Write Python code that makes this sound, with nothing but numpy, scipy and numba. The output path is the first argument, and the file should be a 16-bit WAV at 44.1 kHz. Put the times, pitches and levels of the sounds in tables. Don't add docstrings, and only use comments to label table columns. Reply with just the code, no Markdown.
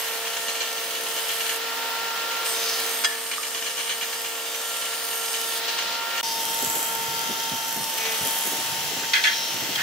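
import sys
import numpy as np
from numba import njit
from scipy import signal
from scipy.fft import rfft, irfft, next_fast_len
from scipy.io import wavfile
from scipy.ndimage import uniform_filter1d, map_coordinates

SR = 44100
rng = np.random.default_rng(int(sys.argv[2]) if len(sys.argv) > 2 else 0)


def wav_out(sig):
    wavfile.write(sys.argv[1], SR, np.round(np.clip(np.atleast_2d(sig).T, -1, 1) * 32767).astype(np.int16))


def amplitude_ratio(level_db):
    exponent = np.asarray(level_db, float) / 20
    return 10 ** exponent


N = 433062

# time_s, knife_rate_hz, second_multiple_db, sixth_multiple_db
HEAD = [(0, 227.8, -42, -46), (1.1, 227.4, -42.5, -43), (1.5, 226.8, -41, -38.5), (1.65, 229, -40.5, -41),
        (1.9, 229, -46, -35.5), (2.35, 229.2, -43.5, -34.5), (2.55, 228.3, -38.5, -41),
        (2.8, 228, -38.5, -44), (3.05, 228.2, -42, -46), (3.25, 227.9, -46, -51),
        (4.4, 228.5, -44.5, -45.5), (4.8, 228.1, -45.5, -40), (5.5, 227.9, -42.5, -42),
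        (5.75, 230.1, -45.5, -40), (6.21, 230.3, -59, -34.5), (6.23, 228, -47, -54),
        (6.5, 226.9, -48, -41.5), (7.15, 227.3, -45.5, -37.5), (7.7, 226.3, -56, -38.5),
        (7.85, 225.7, -66, -60), (8.07, 223.6, -38, -42), (8.3, 226, -52, -43), (8.5, 226.6, -56, -66),
        (9.0, 227.2, -52, -59), (9.3, 227.3, -56, -45), (9.82, 227, -53, -51)]
WHINE_LEAD = [(2, -0.66, -0.33), (3, 0.4, -0.0), (4, 0.046, -0.17), (6, 0.75, -2), (8, -0.2, 1.4)]
# multiple, outfeed_cutting_db, outfeed_free_db, infeed_db, infeed_fade_db_per_s
WHINE = [(3, -46.5, -48.5, -50.5, -0.7), (4, -46.5, -40, -34.5, -2), (8, -44.5, -44, -48, 0)]
# multiple, outfeed_db, infeed_db
STRIKE = [(5, -54, -62), (7, -65, -57), (9, -60, -50), (10, -54, -56), (11, -64, -53), (13, -50, -50),
          (14, -52, -42), (15, -52, -51), (18, -55, -53), (20, -55, -56), (22, -55, -56), (24, -62, -54),
          (27, -55, -53), (30, -59, -56), (33, -56, -53), (35, -60, -58), (36, -52.5, -56), (39, -50, -59),
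          (41, -62, -63), (44, -57, -54), (48, -60, -58), (51, -55, -57), (56, -62, -64)]
# enter_s, leave_s, middle_teeth_db, high_teeth_db
BOARDS = [(-1, 1.59, 0, -1), (2.44, 5.61, 1.5, 3), (6.2, 11, -2, 0)]
# time_s, roar_db, chip_spray_db, rasp_db
WORK = [(0, -34, -35, -43), (1, -34, -36, -41), (1.3, -33, -33, -42), (1.6, -33.5, -32, -49),
        (2.44, -32, -30.5, -38), (2.75, -32.5, -34, -37), (2.95, -32.5, -30.5, -41), (3.15, -36, -41, -43),
        (3.4, -37.5, -39, -43), (4.5, -36.5, -36, -41.5), (5.35, -35.5, -32.5, -39), (5.6, -33.5, -34, -39),
        (6.2, -31.5, -34, -45), (6.24, -33.5, -32.5, -35.5), (6.45, -33, -31, -39), (7.4, -33, -35, -39.5),
        (7.7, -33.5, -30.5, -39), (8.05, -32.5, -33, -36.5), (8.3, -32, -28, -39), (8.9, -32.5, -33.5, -39),
        (9.1, -33, -37, -37.5), (9.4, -33.5, -38, -33), (9.82, -31.5, -39, -41)]
# start_s, end_s, centre_hz, half_width_hz, lift_db
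SCREECH = [(2.439, 2.543, 8400, 900, 11), (2.55, 2.75, 3680, 200, 8), (2.56, 2.758, 6100, 400, 9),
           (2.64, 2.837, 4540, 450, 7), (2.85, 3.0, 6195, 300, 8), (5.259, 5.36, 8300, 498, 5),
           (5.26, 5.43, 5050, 200, 9), (5.33, 5.46, 4080, 400, 6), (5.36, 5.45, 2870, 250, 12),
           (5.47, 5.58, 4500, 700, 5), (6.227, 6.325, 4700, 220, 10), (6.23, 6.39, 3640, 150, 11),
           (6.24, 6.33, 6000, 350, 4), (8.055, 8.11, 3370, 149.9, 8), (7.53, 7.72, 6000, 400.6, 7.5),
           (8.0, 9.1, 5900, 300, 4), (9.3, 9.7, 5400, 300, 5), (9.33, 9.5, 4130, 200, 6)]
# pitch_hz, outfeed_db_per_hz, infeed_db_per_hz
ROAR = [(40, -35, -36), (80, -42, -34), (140, -25.5, -14), (250, -22.5, -16), (426, -12.5, -13.5),
        (820, -10.5, -9), (1070, -9.5, -12), (1930, -8, -9.5), (2380, -9.5, -12), (2880, -6, -7),
        (4020, -10, -12), (5200, -11.5, -12.5), (5900, -14.5, -10.5), (9100, -19, -24.5),
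        (13200, -19.5, -18.5), (15200, -11.5, -15), (15900, -26, -16)]
# pitch_hz, level_db_per_hz
SPRAY = [(3000, -23), (5000, -29), (7000, -0.5), (8500, 1), (10000, -1.5), (12000, 3), (14000, 0),
         (15800, -4)]
# pitch_hz, level_db_per_hz
RASP = [(1500, -29), (3000, 1), (4200, -5.5), (5500, 1.5), (6400, -3.5), (7500, -38), (10000, -35)]
# pitch_hz, correlation
LIKENESS = [(60, .1), (130, 0.35), (290, 0.67), (640, 0.75), (1400, 0.42), (3100, 0.42), (6800, 0.083),
            (12000, 0.29)]
# pitch_hz, outfeed_db, infeed_db
HUM = [(195.4, -70, -66), (260.5, -62, -61), (325.6, -66, -64), (521, -51.5, -60), (586, -58, -60),
       (765, -56, -54), (838, -57, -57), (1210, -58, -63), (1722, -54, -58)]
# first_s, last_s, first_db, last_db
KNOCKS = [(.25, .481, -27, -20.5), (.604, .604, -16.5, -17.5), (.9494, 1.4042, -25, -19.5),
          (1.491, 1.491, -19, -18.5), (2.3101, 2.3101, -22.5, -35), (2.523, 2.523, -31, -25),
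          (3.3134, 3.8931, -23.5, -20), (4.0098, 4.2438, -20, -23.5), (4.702, 4.9305, -23.5, -26),
          (5.125, 5.125, -26, -26), (5.3394, 5.3394, -22.5, -20), (5.6793, 5.7857, -19.5, -20),
          (6.174, 6.1738, -21, -20.5), (8.0524, 8.1405, -20, -24)]
# pitch_hz, width_hz, level_db
FRAME = [(1240, 370, -4), (1780, 390, 2), (2426, 300, 2), (2920, 240, 0), (3154, 1180, 3), (3960, 760, -2),
         (6300, 1570, -3)]
# start_s, level_db, rattle_hold_s, rattle_t60_s, loudest_ring_hz, crack_over_ring_db
CLACKS = [(9.031, -25.5, .015, 0.099, 1899, -12), (9.134, -8.5, 0.003, .04, 2150, 4),
          (9.141, -11.5, .022, 0.23, 2040, -1), (9.17, -22, .012, 0.27, 1880, -6),
          (9.2365, -13, .004, .04, 3000, 6), (9.238, -14, .035, .16, 3280, -3),
          (9.24, -13, .014, .08, 2100, -5), (9.251, -11.5, .022, 0.3, 1700, -9),
          (9.323, -22, 0.012, .14, 3300, -6), (9.753, -18, .003, 0.051, 3300, 0),
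          (9.777, -19, 0.028, .3, 1598, -10)]
# start_s, level_db, rattle_hold_s, rattle_t60_s, loudest_ring_hz, crack_over_ring_db, pitch_factor
DROPS = [(3.0385, -18, 0, .025, 1750, 14, 1.), (3.0435, -9.5, .006, .06, 3300, 11, 1.),
         (3.11, -25, .015, .1, 3300, 13, 1.), (3.375, -22.5, .006, .035, 1230, 11, .7)]
# pitch_hz, level_db, t60_s
PLANK = [(1080, -9, .05), (1723, 6.5, .25), (1795, 5.5, .2), (2100, 2, .025), (2400, 1, .025),
         (2880, 0, .07), (3310, 6, .07), (3980, -9, .06), (4555, -8, .08), (5000, -1, .11), (5350, -4, .06),
         (6200, -1, .04), (7600, -3, .05)]
# pitch_hz, level_db, t60_s
STACK = [(1566, -5, 0.06), (1720, 1, 0.05), (1880, -1.5, 0.045), (2050, 1.5, 0.04), (2280, -3, 0.03),
         (2510, -1.5, 0.018), (2730, -3.5, .02), (3230, 2.5, 0.035), (3410, -1, .045), (4110, -4, 0.036),
         (5370, -4, .02), (6260, 0, .02)]
# start_s, relative_level_db, centre_hz
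PUFFS = [(6.624, -29, 320.4), (6.665, -37, 140), (6.75, -32, 331), (7.075, -40, 149.5), (7.288, -29, 299),
         (7.51, -30.5, 179.5), (7.76, -30.5, 300.4), (7.79, -37, 170.2), (8.208, -33.5, 148.6),
         (8.248, -32, 315), (8.453, -32.5, 323.2), (8.516, -31, 365), (8.578, -37.5, 188),
         (8.913, -34, 278), (8.963, -34, 200), (9.016, -35, 306.4), (9.54, -33.5, 266),
         (9.613, -31.5, 254.4), (9.679, -32, 276.6)]
# pitch_hz, balance_db
BALANCE = [(100, 0.5), (350, -2), (800, -0.7), (1500, -.4), (3000, 1), (6000, 1), (10000, -0.7),
           (14000, -.8)]

GAP_START_S, GAP_END_S, GAP_DB = 6.212, 6.2295, -28
OUTFEED_PAN_DB, INFEED_PAN_DB = -0.84, 0.1
PORT_LAG_S = 1.9e-5
STEP = 256
T = np.arange(N) / SR
INFEED = T > (GAP_START_S + GAP_END_S) / 2
CONTROL_T, CONTROL_INFEED = T[::STEP], INFEED[::STEP]
FFT_SIZE = next_fast_len(N)
SPECTRUM_HZ = np.arange(FFT_SIZE // 2 + 1) * SR / FFT_SIZE + 1


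def slow(rate, count=1, step=1):
    knots = rng.standard_normal((count, int(N / SR * rate) + 3))
    smooth = (knots[:, 1:] + knots[:, :-1]) / np.sqrt(2)
    places = np.arange(smooth.shape[1])
    return np.squeeze([np.interp(T[::step] * rate, places, row) for row in smooth])


def unit(x):
    return x / np.sqrt(np.mean(x ** 2))


def back(spectrum):
    return irfft(spectrum, FFT_SIZE)[:, :N]


def add(out, start_s, sound):
    start = int(start_s * SR)
    out[:, start:start + sound.shape[1]] += sound[:, :N - start]


def colour(points):
    hz, db = np.transpose(points)
    return amplitude_ratio(np.interp(np.log(SPECTRUM_HZ), np.log(hz), db))


def port_noise():
    hz, likeness = np.transpose(LIKENESS)
    like = np.clip(np.interp(np.log(SPECTRUM_HZ), np.log(hz), likeness), 0, 1)
    shape = (2, len(SPECTRUM_HZ))
    mid, side = rng.standard_normal(shape) + 1j * rng.standard_normal(shape)
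    sign = np.array([[1], [-1]])
    lag = np.exp(1j * np.pi * SPECTRUM_HZ * PORT_LAG_S * sign)
    return (np.sqrt((1 + like) / 2) * mid + np.sqrt((1 - like) / 2) * side * sign) * lag


def ringing(modes):
    gain = sum(amplitude_ratio(db) / (1 + 2j * (SPECTRUM_HZ - hz) / width) ** 2 for hz, width, db in modes)
    return unit(back(port_noise() * gain))


def patchy(x, share=1):
    patch_hz, patches_per_s, depth_db = 600, 6, 3.5
    hz, t, z = signal.stft(x, SR, nperseg=512)
    field = rng.standard_normal((int(hz[-1] / patch_hz) + 2, int(t[-1] * patches_per_s) + 2))
    places = np.meshgrid(hz / patch_hz, t * patches_per_s, indexing="ij")
    db = share * depth_db * map_coordinates(field, places, order=1)
    return unit(signal.istft(z * amplitude_ratio(db), SR, nperseg=512)[1][:, :N])


def grit(size, spread_db):
    hold = int(0.0012 * SR)
    hardness_db = spread_db * rng.exponential(size=size // hold + 1)
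    return np.repeat(amplitude_ratio(np.minimum(hardness_db, 3 * spread_db)), hold)[:size]


def blows(rows, rise_s, t60_s):
    env = np.zeros(N)
    for start_s, db in rows:
        start = int(start_s * SR)
        t = T[start:int((start_s + 1.5 * t60_s) * SR)] - start_s
        env[start:start + len(t)] += amplitude_ratio(db - 60 * t / t60_s) * (1 - np.exp(-t / rise_s))
    return env


def pair(db, lead):
    return np.sqrt(2) * amplitude_ratio(db) * np.exp(.5j * np.array([lead, -lead]))


@njit(fastmath=True)
def comb(phase, gains, step):
    out = np.zeros((2, len(phase)))
    for i in range(len(phase)):
        j = min(i // step, len(gains) - 2)
        share = i / step - j
        turn = np.exp(1j * phase[i])
        z = turn
        for k in range(gains.shape[2]):
            for c in range(2):
                out[c, i] += (z * (gains[j, c, k] + share * (gains[j + 1, c, k] - gains[j, c, k]))).imag
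            z *= turn
    return out


def roar(roar_db):
    white = port_noise()
    swell = 0.27 * (roar_db - roar_db.mean())
    out = 0
    for column, side in ((1, ~INFEED), (2, INFEED)):
        shaped = white * colour(np.array(ROAR)[:, [0, column]])
        for centre_hz, flicker_db in [(60, 7.5), (240, 1.6), (960, .9), (3840, .8)]:
            octaves = np.log2(np.minimum(SPECTRUM_HZ, 3840) / centre_hz)
            band = np.cos(np.pi / 2 * np.clip(octaves / 2, -1, 1)) ** 2
            out = out + side * back(shaped * band) * amplitude_ratio(flicker_db * (slow(7) + swell))
    return unit(out) * amplitude_ratio(roar_db + 3.0)


def hum():
    def waver(rate):
        return np.repeat(slow(rate, count=len(HUM), step=STEP), STEP, axis=1)[:, :N]

    out = 0
    for (hz, outfeed_db, infeed_db), level, drift in zip(HUM, waver(4), waver(6)):
        db = np.where(INFEED, infeed_db, outfeed_db) + 3.2 * level
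        phase = 2 * np.pi * hz * T + 1.12 * uniform_filter1d(drift, size=STEP)
        out = out + np.sqrt(2) * amplitude_ratio(db) * np.sin(phase)
    return out


def whistle(in_wood):
    tone = ringing([(10880, 60, 0)])
    return (1 - in_wood) * tone * amplitude_ratio(-57 + 3.9 * slow(7.7))


def hiss():
    start_s, end_s, rise_s = 5.5, 6, 0.14
    noise = ringing([(4000, 3000, 0)]) * unit(grit(N, 2))
    return noise * amplitude_ratio(-32 + 2 * slow(11)) * np.clip((T - start_s) / rise_s, 0, 1) * (T < end_s)


def puffs():
    out, t = np.zeros((2, N)), np.arange(SR // 6) / SR
    envelope = amplitude_ratio(-60 * t / 0.15) * (1 - np.exp(-t / 0.0065))
    for start_s, db, hz in PUFFS:
        air = 0.79 * rng.standard_normal(len(t)) + 0.32 * rng.standard_normal((2, len(t)))
        band = signal.butter(2, [0.56 * hz, 1.56 * hz], "band", fs=SR, output="sos")
        add(out, start_s, unit(signal.sosfilt(band, air) * envelope) * amplitude_ratio(db - 12))
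    return out


def knocks():
    beat_s, ticks_per_s, tick_db, spread_db = 0.115, 100, -41, 2.5
    rows = []
    for first_s, last_s, first_db, last_db in KNOCKS:
        count = round((last_s - first_s) / beat_s) + 1
        rows.extend(np.linspace((first_s, first_db), (last_s, last_db), count))
    when, chance = rng.random((2, int(ticks_per_s * GAP_START_S)))
    ticks = np.transpose([when * GAP_START_S, tick_db - spread_db * np.log(chance + 0.069)])
    links = blows(rows, 0.0022, 0.25) * amplitude_ratio(-8.0) + blows(rows, 0.00023, 0.052) * amplitude_ratio(-13)
    links = links * unit(grit(N, spread_db / 2))
    return patchy(ringing(FRAME), share=.5) * (links + blows(ticks, 0.0006, 0.055))


def struck_wood(modes, free, hold_s, t60_s, loudest_hz, crack_db, factor):
    t = np.arange(SR // 4) / SR
    noise = rng.standard_normal(len(t)) + 1.47 * rng.standard_normal((2, len(t)))
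    fall = amplitude_ratio(-60 * np.maximum(t - hold_s, 0) / t60_s)
    contacts = noise * grit(len(t), 2.2) * fall * (1 - np.exp(-t / 0.0006))
    drive = contacts.copy()
    if free:
        drive[:, int(hold_s * SR)] += np.sqrt(np.mean(np.sum(contacts ** 2, axis=1)))
    focus_db_per_octave = 11 if factor < 1 or not free else 0
    ring = 0
    for mode_hz, mode_db, ring_s in modes:
        hz, decay_s = mode_hz * factor, ring_s * factor ** 2
        pole = np.exp(2j * np.pi * hz / SR - np.log(1000) / (decay_s * SR))
        gain = amplitude_ratio(mode_db - focus_db_per_octave * abs(np.log2(hz / loudest_hz)))
        ring = ring + gain * np.sqrt(1 - abs(pole)) * signal.lfilter([1], [1, -pole], drive).imag
    crack_band = signal.butter(3, (900, 7000) if free else (1700, 4600), "band", fs=SR, output="sos")
    low_cut = signal.butter(6, 700 if free else 1500, "high", fs=SR, output="sos")
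    sound = signal.sosfilt(low_cut, ring + amplitude_ratio(crack_db) * signal.sosfilt(crack_band, contacts))
    return sound / np.sqrt(uniform_filter1d(sound ** 2, size=440).max())


def clacks():
    out = np.zeros((2, N))
    for start_s, db, *blow in DROPS:
        add(out, start_s, amplitude_ratio(db - 5.5) * struck_wood(PLANK, True, *blow))
    for start_s, db, *blow in CLACKS:
        add(out, start_s, amplitude_ratio(db - 5.5) * struck_wood(STACK, False, *blow, 1))
    return out


def chips(phase, spray_db, rasp_db):
    cuts = phase / (2 * np.pi)
    cut = cuts.astype(int)
    heavy = amplitude_ratio(np.minimum(3.2 * rng.exponential(size=cut[-1] + 1), 11.5))[cut]
    burst = unit(0.5 + heavy * np.exp(-(cuts % 1) / 0.34))
    white = port_noise()
    spray, rasp = (patchy(back(white * colour(points))) for points in (SPRAY, RASP))
    return burst * (spray * amplitude_ratio(spray_db + 1.9 * slow(8)) + rasp * amplitude_ratio(rasp_db + 1.4 * slow(9)))


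def groan_db(k):
    knot_s, half_s = 8.07, 0.085
    return -40.5 - 6 * ((CONTROL_T - knot_s) / half_s) ** 4 if 8 <= k <= 12 else -99


def screech_db(tooth_hz):
    lift_db = 0
    for start_s, end_s, centre_hz, half_width_hz, db in SCREECH:
        gate = np.clip(np.minimum(CONTROL_T - start_s, end_s - CONTROL_T) / .03 + .5, 0, 1)
        lift_db = lift_db + db * np.exp(-((tooth_hz - centre_hz) / half_width_hz) ** 2) * gate
    return lift_db


def air_whine(in_wood, roar_db):
    settle_s, db_per_roar_db = 0.3, 0.92
    cutting = uniform_filter1d(1. * in_wood, size=int(settle_s * SR))[::STEP]
    swell_db = db_per_roar_db * (roar_db - roar_db.mean())[::STEP]
    time_s, _, second_db, sixth_db = np.transpose(HEAD)
    levels = {2: np.interp(CONTROL_T, time_s, second_db), 6: np.interp(CONTROL_T, time_s, sixth_db)}
    for k, cut_db, free_db, infeed_db, fade in WHINE:
        outfeed = free_db + cutting * (cut_db - free_db + swell_db)
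        infeed = infeed_db + fade * (CONTROL_T - GAP_END_S)
        levels[int(k)] = np.where(CONTROL_INFEED, infeed, outfeed)
    return levels


def cutterhead(in_wood, roar_db, rasp_db, spray_db):
    time_s, knife_hz, *_ = np.transpose(HEAD)
    phase = 2 * np.pi * np.cumsum(np.interp(T, time_s, knife_hz) * (1 + .0002 * slow(30))) / SR
    gains = np.zeros((len(CONTROL_T), 2, int(STRIKE[-1][0])), complex)

    whine = air_whine(in_wood, roar_db)
    for k, outfeed_lead, infeed_lead in WHINE_LEAD:
        k = int(k)
        db = np.maximum(whine[k], groan_db(k)) + 1.4 * slow(14, step=STEP)
        gains[:, :, k - 1] = pair(db, np.where(CONTROL_INFEED, infeed_lead, outfeed_lead)).T

    boards = np.array(BOARDS)
    board = boards[np.searchsorted(boards[:, 0], CONTROL_T) - 1]
    middle_db = 1.4 * (rasp_db[::STEP] + 41) + board[:, 2]
    high_db = 0.4 * (spray_db[::STEP] + 35) + board[:, 3]
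    multiple, *sides_db = np.transpose(STRIKE)
    for k in sorted(set(range(int(multiple[0]), int(multiple[-1]) + 1)) - set(whine)):
        parity_db = 2.5 * (.5 - k % 2) - 2 * (k in (16, 17))
        outfeed_db, infeed_db = (np.interp(k, multiple, side) + parity_db for side in sides_db)
        db = np.where(CONTROL_INFEED, infeed_db, outfeed_db)
        if k > 15:
            db = db + (high_db if k > 28 else middle_db)
        drift, flutter, turn = slow(6, step=STEP), slow(16, step=STEP), slow(2.5, step=STEP)
        lift_db = screech_db(k * knife_hz[0])
        loose = amplitude_ratio(-lift_db)
        db = db + lift_db + (3.2 if k > 15 else 1.6) * drift * loose
        db = np.maximum(np.minimum(db, -40), groan_db(k)) + 2 * flutter
        lead = np.where(CONTROL_INFEED, 0.75 * turn, 0.03 * k + 0.49 * turn) * np.sqrt(loose)
        waver = np.exp(2.4j * rng.random() + (.3j + .012j * k) * slow(25, step=STEP))
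        gains[:, :, k - 1] = (in_wood[::STEP] * pair(db, lead) * waver).T
    return comb(phase, gains, STEP), phase


def scene():
    time_s, *columns = np.transpose(WORK)
    roar_db, spray_db, rasp_db = (np.interp(T, time_s, column) for column in columns)
    in_wood = sum(np.clip(np.minimum(T - enter_s, leave_s - T) / .02, 0, 1) for enter_s, leave_s, *_ in BOARDS)
    head, phase = cutterhead(in_wood, roar_db, rasp_db, spray_db)
    background = roar(roar_db) + hum() + whistle(in_wood) + hiss() + puffs()
    out = background + knocks() + clacks() + in_wood * chips(phase, spray_db, rasp_db) + head
    pan_db = np.where(INFEED, INFEED_PAN_DB, OUTFEED_PAN_DB) * np.array([[.5], [-.5]])
    gap = np.where((T > GAP_START_S) & (T < GAP_END_S), amplitude_ratio(GAP_DB), 1)
    return out * amplitude_ratio(pan_db) * gap


def band_limit(x):
    return signal.sosfilt(signal.butter(12, 16810, fs=SR, output="sos"), x)


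def record(dry):
    tilt = np.sqrt(colour(BALANCE))
    mix = back(rfft(dry, FFT_SIZE) * np.array([tilt, 1 / tilt]))
    mix = signal.sosfilt(signal.butter(2, 90, "high", fs=SR, output="sos"), mix)
    mix = signal.sosfilt(signal.ellip(14, .5, 65, 15750, fs=SR, output="sos"), mix)
    return band_limit(mix)


dry = scene()
out = record(dry)
wav_out(out)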